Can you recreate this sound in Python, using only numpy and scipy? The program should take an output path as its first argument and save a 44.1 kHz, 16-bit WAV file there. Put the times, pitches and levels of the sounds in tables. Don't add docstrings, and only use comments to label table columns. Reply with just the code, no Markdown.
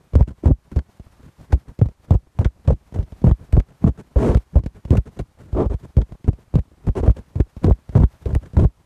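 import sys
import numpy as np
from scipy import signal
from scipy.fft import rfft, irfft, next_fast_len
from scipy.io import wavfile
from scipy.ndimage import uniform_filter1d, minimum_filter1d

SR = 44100
rng = np.random.default_rng(int(sys.argv[2]) if len(sys.argv) > 2 else 0)


def generate_wav(signal):
    frames = np.transpose(np.atleast_2d(signal))
    scaled = np.clip(frames, -1, 1) * 32767
    pcm = np.round(scaled).astype(np.int16)
    wavfile.write(sys.argv[1], SR, pcm)


N = 390285
TIME = np.arange(N) / SR

# t/s, level/dB
HAND_MOVES = [(0, -77), (1.3, -72.5), (2.3, -79), (3.1, -71), (3.7, -73.5), (6.7, -75.5), (8.3, -70),
              (8.8, -78)]
# f/Hz, level/dB
CLOTH_TONE = [(20, -11), (55, 16.5), (140, 7.5), (450, -6.5), (1000, -7), (3000, -17), (14000, -26.5)]
# landing/s, lift/s, landing thud/dB, pitch of the pressed table/Hz,
# landing tick/dB, scrape/dB, lift thud/dB
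PRESSES = [(0.154, 0.208, 2, 74, -39, -32, 4.5), (0.457, 0.510, 3.5, 69.6, -56, -25, 1),
           (0.761, 0.79, -7.5, 67.5, -46, -37, -28), (1.529, 1.545, -2.5, 61.7, -37.5, -29.5, -30),
           (1.815, 1.858, 0.5, 102, -53, -44.5, -14), (2.107, 2.149, -0.5, 85, -41.5, -33, -5.5),
           (2.389, 2.456, -6.5, 86, -43, -41, -5.5), (2.676, 2.729, -3.5, 73, -42.5, -30.5, -15),
           (2.957, 3.029, -20, 91, -67, -44.5, -27), (3.241, 3.312, -3, 120, -49, -31, -0.5),
           (3.530, 3.575, -4.5, 62.5, -50, -37.5, 5), (3.841, 3.890, -3, 148.6, -55, -28, -12.5),
           (4.556, 4.592, 3, 57.7, -53, -26, -21), (4.906, 4.979, 2, 78, -38.5, -29, -4),
           (5.191, 5.208, -19.5, 99, -41.5, -32.5, -20.5), (5.968, 6.019, -1, 82, -45.5, -39, -18),
           (6.279, 6.289, -2.5, 58, -56, -30, -1.5), (6.555, 6.587, -4.5, 123.7, -40.5, -35.5, -12),
           (6.868, 6.888, -17, 74, -49, -30.5, -6), (7.356, 7.400, -13, 86, -52, -45, -2.5),
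           (7.644, 7.709, -4, 137.5, -36, -25.5, -1), (7.953, 8.035, -3, 105, -52, -28.5, 1.5),
           (8.257, 8.358, -13, 63, -46.5, -41.5, -6), (8.568, 8.648, 0.5, 73.3, -48, -26, -1)]
# f/Hz, width/Hz, level/dB (wider dies away sooner)
BODY_RINGS = [(235.6, 97.4, 1.5), (388.3, 166.7, 3.5), (520.6, 156.8, 1.5), (635.5, 151.3, -4),
              (976, 283, -15), (1222, 170, -17.5)]
# f/Hz, level/dB
FIBRE_TONE = [(600, -5), (1350, 9.5), (2300, -1.5), (4900, -12), (6200, -8.5), (8600, -10.5), (14000, -26)]
# t/s, thud/dB
BUMPS = [(0.135, -13), (2.704, -8), (2.988, -10), (3.269, 1.5), (3.568, -1), (4.291, -5.5), (5.528, -13),
         (5.982, -3), (6.54, -9.5), (7.078, 4), (8.002, -6), (8.33, -13), (8.624, -5)]
# t/s, level/dB, f/Hz
KNOCKS = [(0.154, -7, 235), (0.437, -15, 322), (0.459, -6, 205), (0.506, -4, 263), (1.526, -20.5, 803),
          (2.138, -23, 384), (2.703, -11, 498), (2.959, -21.5, 410), (3.244, -17, 402), (3.275, -16, 614),
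          (4.163, -16.5, 520), (4.566, -12.5, 580), (4.928, -11.5, 443), (5.719, -19, 410),
          (5.984, -20, 496), (6.279, -9, 220), (7.032, -13.5, 417), (7.403, -9.5, 350), (7.646, -8.5, 338),
          (7.681, -9, 402), (8.259, -16.5, 408)]
# t/s, level/dB, fade time/s
CATCHES = [(0.207, -38, 0.0021), (0.227, -37, .0007), (0.791, -34.5, 0.0018), (1.5236, -30, 0.0043),
           (2.446, -30, 0.0083), (2.96, -48, 0.0013), (3.525, -37.5, 0.0036), (3.313, -35, .002),
           (3.601, -32.5, 0.0022), (4.3483, -26, 0.00064), (4.6632, -37, 0.002), (4.970, -30, 0.0064),
           (6.016, -39, 0.0029), (6.593, -42.5, 0.0012), (7.403, -31, 0.0048), (7.723, -39.5, 0.0014),
           (8.040, -32.5, 0.0018), (8.3503, -28.5, 0.0015)]
# f/Hz, width/Hz, level/dB
NIB_RINGS = [(1330, 480, 6.5), (2185, 1600, -2), (3180, 390, -2.5), (6200, 3400, -19)]
# t/s, level/dB
TOUCHES = [(0.2254, -33), (0.278, -37), (0.307, -40.5), (0.9974, -43.5), (1.79, -34), (1.887, -41.5),
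           (2.924, -44), (3.122, -41), (3.217, -40.5), (3.598, -28.5), (4.3705, -26.5), (4.637, -35),
           (4.661, -28), (4.8514, -36), (6.122, -40.5), (6.2438, -40), (6.331, -40.5), (7.1085, -30),
           (7.19, -42), (7.566, -40), (7.892, -36.5), (8.534, -40.5)]
# start/s, end/s, scrape/dB
SWISHES = [(0.271, 0.317, -44), (0.715, 0.726, -38.5), (1.228, 1.289, -53.5), (1.393, 1.44, -55.5),
           (1.67, 1.716, -54), (2.94, 2.952, -39), (3.401, 3.427, -49), (3.685, 3.725, -59.5),
           (3.975, 4.012, -47), (4.746, 4.787, -54), (5.055, 5.094, -48), (5.384, 5.529, -55.5),
           (5.827, 5.857, -45.5), (6.402, 6.435, -63.5), (7.161, 7.2, -46), (8.412, 8.477, -51)]
# start/s, end/s, scrape/dB, extra hiss/dB, swell (0 to 1),
# landing thud/dB, lift thud/dB
DRAGS = [(4.159, 4.352, -16.5, 0, 0.57, -5, -2), (5.546, 5.659, -16.5, -13, 0.68, -22, -9.5),
         (5.697, 5.741, -27, -1, 0.45, -15.5, -13.5), (6.952, 7.003, -20.5, 1, 0.51, -28, -14.5),
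         (7.028, 7.097, -24.5, -3.5, 0.2, -13.5, -2)]

FREE_HZ, FREE_WIDTH_HZ = 54, 36.3


def from_db(db):
    return 10 ** (np.asarray(db) / 20)


def unit_strength(x):
    return x / np.sqrt(np.mean(x ** 2) + 1e-20)


def steady(x, window_s):
    return x / np.sqrt(uniform_filter1d(x * x, max(int(window_s * SR), 2)) + 1e-6)


def keep_side(x, hz, side, order=2):
    return signal.sosfilt(signal.butter(order, hz, side, fs=SR, output="sos"), x)


def resonate(x, hz, width_hz):
    r = np.exp(-np.pi * width_hz / SR)
    feedback = [1, -2 * r * np.cos(2 * np.pi * hz / SR), r * r]
    return signal.lfilter(np.array([1, 0, -1]) * (1 - r * r) / 2, feedback, x)


def with_tone(noise, tone):
    hz, db = np.transpose(tone)
    size = next_fast_len(N)
    all_hz = np.arange(size // 2 + 1) * SR / size + 1
    gain = from_db(np.interp(np.log(all_hz), np.log(hz), db))
    return unit_strength(irfft(rfft(noise, size) * gain, size)[:N])


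def flutter(per_s, depth_db):
    steps = rng.standard_normal(N // 20)
    return from_db(depth_db * np.interp(TIME * per_s, np.arange(len(steps)), steps))


def add(track, start_s, sound):
    at = int(start_s * SR)
    track[at:at + len(sound)] += sound[:N - at]


def cloth_rustle(boost_db=19.5, dip_db=-5, recover_s=0.1, split_hz=550):
    lifts = np.sort([-1] + [row[1] for row in PRESSES + DRAGS])
    since_lift = TIME - lifts[np.searchsorted(lifts, TIME) - 1]
    level_db = np.interp(TIME, *np.transpose(HAND_MOVES)) + boost_db
    level_db += dip_db * np.exp(-since_lift / recover_s)
    cloth = with_tone(rng.standard_normal(N), CLOTH_TONE)
    lumps = keep_side(cloth, split_hz, "low") * flutter(per_s=85, depth_db=8.5)
    whisper = keep_side(cloth, split_hz, "high")
    shifts = .55 + .35 * flutter(per_s=40, depth_db=6)
    return from_db(level_db) * shifts * (lumps - whisper)


def microphone_hiss(level_db=-72.5, top_hz=10500):
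    return from_db(level_db) * keep_side(rng.standard_normal(N), top_hz, "low", order=4)


def thread_slips(per_s):
    out, count = np.zeros(N), int(per_s * N / SR)
    out[rng.integers(0, N, count)] = (.5 + rng.random(count)) * rng.choice([-1, 1], count)
    return unit_strength(out)


def body_ring(force):
    rings = sum((-1) ** k * from_db(db) * resonate(force, hz, width)
                for k, (hz, width, db) in enumerate(BODY_RINGS))
    return keep_side(keep_side(rings, 3400, "low"), 100, "high")


def friction():
    weave, snags = thread_slips(per_s=9000), thread_slips(per_s=110)
    rumble = keep_side(rng.standard_normal(N), 150, "low", order=3)
    rumble = keep_side(rumble, 50.7, "high", order=3)
    rumble = steady(unit_strength(rumble), window_s=0.02)
    scrape = steady(unit_strength(body_ring(weave + .5 * snags)), window_s=0.0052)
    hiss = with_tone(weave + 0.13 * snags, FIBRE_TONE)
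    grip = flutter(per_s=130, depth_db=5)
    return rumble, scrape, hiss, grip


def pressure(strokes, swell, sag_db, rise_s, fall_s):
    gain = np.zeros(N)
    for start, end, db in strokes:
        span = slice(int(start * SR), int((end + .1) * SR))
        t = TIME[span]
        progress = np.clip((t - start) / (end - start), 0, 1)
        fade_in = 1 - np.exp(-np.maximum(t - start, 0) / rise_s)
        fade_out = np.exp(-np.maximum(t - end, 0) / fall_s)
        arch = 1 - swell + swell * np.sin(np.pi * progress) ** 2
        level = from_db(db - sag_db * (progress - 1.5))
        gain[span] = np.maximum(gain[span], level * fade_in * fade_out * arch)
    return gain


def rub(noises, strokes, rumble_db, hiss_db, swell, sag_db, rough=1.1):
    rumble, scrape, hiss, grip = noises
    hiss_strokes = [(start, end, 0.81 * db + hiss_db) for start, end, db in strokes]
    rumble = rumble * pressure(strokes, swell, sag_db, rise_s=0.0072, fall_s=0.011)
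    scrape = scrape * pressure(strokes, swell, sag_db, rise_s=0.0027, fall_s=0.0058)
    hiss = hiss * pressure(hiss_strokes, swell, sag_db, rise_s=0.001, fall_s=0.0035)
    return from_db(rumble_db) * rumble + grip ** rough * (scrape + hiss)


def rubbing(graze_s=0.032, graze_db=-11, stick_s=0.0025, shortest_s=0.0047):
    noises = friction()
    grazes, presses = [], []
    for landing, lift, *_, scrape_db, _ in PRESSES:
        grazes.append((landing - graze_s, landing, scrape_db + graze_db))
        presses.append((landing, max(lift - stick_s, landing + shortest_s), scrape_db))
    out = rub(noises, grazes, rumble_db=13, hiss_db=-21.5, swell=0.34, sag_db=-7.5)
    out += rub(noises, presses, rumble_db=12.5, hiss_db=-28.5, swell=0.061, sag_db=3)
    out += rub(noises, SWISHES, rumble_db=9.5, hiss_db=-20, swell=0.17, sag_db=2.5)
    for start, end, db, extra_db, swell, *_ in DRAGS:
        out += rub(noises, [(start, end, db)], rumble_db=-3, hiss_db=-26 + extra_db,
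                   swell=swell, sag_db=-1, rough=.4)
    return out


def contacts(bump_hz=105, lift_hz=122.3, touch_hz=189, drag_hz=58, faint_tick_db=-53, drag_tick_db=-60):
    free_table = FREE_HZ, FREE_WIDTH_HZ
    rows = [(t, db + 15, touch_hz, *free_table, db - 14.5) for t, db in TOUCHES]
    rows += [(t, db, bump_hz, *free_table, faint_tick_db) for t, db in BUMPS]
    drags = [(start, end, thud_db, drag_hz, drag_tick_db, db, lift_db)
             for start, end, db, *_, thud_db, lift_db in DRAGS]
    for landing, lift, thud_db, hz, tick_db, _, lift_db in list(PRESSES) + drags:
        pressed_table = hz, 29.3
        rows.append((landing, thud_db, 1.317 * hz, *pressed_table, tick_db))
        rows.append((lift, lift_db, lift_hz, *free_table, faint_tick_db))
    return rows


def table_thuds(bounce=0.5, low_cut_hz=33, knock_db=-14):
    out, t = np.zeros(N), TIME[:SR // 6]
    for start, db, hardness_hz, ring_hz, width_hz, _ in contacts():
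        phase = 2 * np.pi * hardness_hz * t
        push = phase * np.exp(-np.minimum(phase, 60))
        swing = resonate(push, ring_hz, width_hz) * FREE_WIDTH_HZ / width_hz
        swing -= bounce * resonate(push, hardness_hz, hardness_hz)
        swing = keep_side(swing, low_cut_hz, "high")
        grit = unit_strength(body_ring(rng.standard_normal(2 * len(t))))
        grit = steady(grit, window_s=0.006)[len(t):]
        knock = grit * np.exp(-t / 0.005) * from_db(knock_db) * hardness_hz / 140
        add(out, start, from_db(db) * (swing / np.abs(swing).max() + keep_side(knock, 1190, "low")))
    return out


def nib_ticks(boost_db=31, crunch_s=0.0065, body_db=15, clack_db=-5):
    out, t = np.zeros(N), TIME[:SR // 20]
    for start, *_, db in contacts():
        snap = (t == 0) + 0.17 * rng.standard_normal(len(t)) * np.exp(-t / crunch_s)
        click = keep_side(keep_side(snap, 1500, "low", order=1), 12000, "low")
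        hollow = from_db(body_db) * body_ring(snap)
        clack = from_db(clack_db) * resonate(snap, hz=1900, width_hz=1300)
        add(out, start, from_db(db + boost_db) * (click + hollow + clack) / 2)
    return out


def hollow_knocks(peak_s=0.0021, overtone_ratio=1.6, overtone_db=-15.5):
    out, t = np.zeros(N), TIME[:SR // 20]
    for start, db, hz in KNOCKS:
        phase = 2 * np.pi * hz * t
        tones = np.sin(phase) + from_db(overtone_db) * np.sin(overtone_ratio * phase)
        rise_and_fall = t / peak_s * np.exp(1 - t / peak_s)
        add(out, start, from_db(db) * tones * rise_and_fall)
    return out


def seam_catches(snap_db=9, body_db=12, vary_db=2):
    out, t = np.zeros(N), TIME[:SR // 20]
    for start, db, crackle_s in CATCHES:
        snaps = from_db(snap_db) * (t == 0) + rng.standard_normal(len(t)) * np.exp(-t / crackle_s)
        nib = sum((-1) ** k * from_db(ring_db + vary_db * rng.standard_normal())
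                  * resonate(snaps, hz, width) for k, (hz, width, ring_db) in enumerate(NIB_RINGS))
        strength = np.sqrt(uniform_filter1d(nib ** 2, size=50, mode="constant").max())
        add(out, start, from_db(db) * (nib + from_db(body_db) * body_ring(snaps)) / strength)
    return out


def let_go(over_db, db_per_s):
    return np.maximum.accumulate(over_db + db_per_s * TIME) - db_per_s * TIME


def scene():
    pen = table_thuds() + hollow_knocks() + nib_ticks() + seam_catches() + rubbing()
    return (pen + cloth_rustle() + microphone_hiss())[None]


def record(dry, ceiling=.7, fast_db_per_s=350, slow_db_per_s=35, slow_share=0.68, top_hz=14200):
    over_db = np.maximum(20 * np.log10(np.abs(dry[0]) / ceiling + 1e-9), 0)
    cut_db = np.maximum(let_go(over_db, fast_db_per_s), let_go(slow_share * over_db, slow_db_per_s))
    window = 89
    gain = uniform_filter1d(minimum_filter1d(from_db(-cut_db), window), window)
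    treble_cut = signal.ellip(10, .1, 90, top_hz, fs=SR, output="sos")
    return signal.sosfilt(treble_cut, dry * gain)


dry = scene()
out = record(dry)
generate_wav(out)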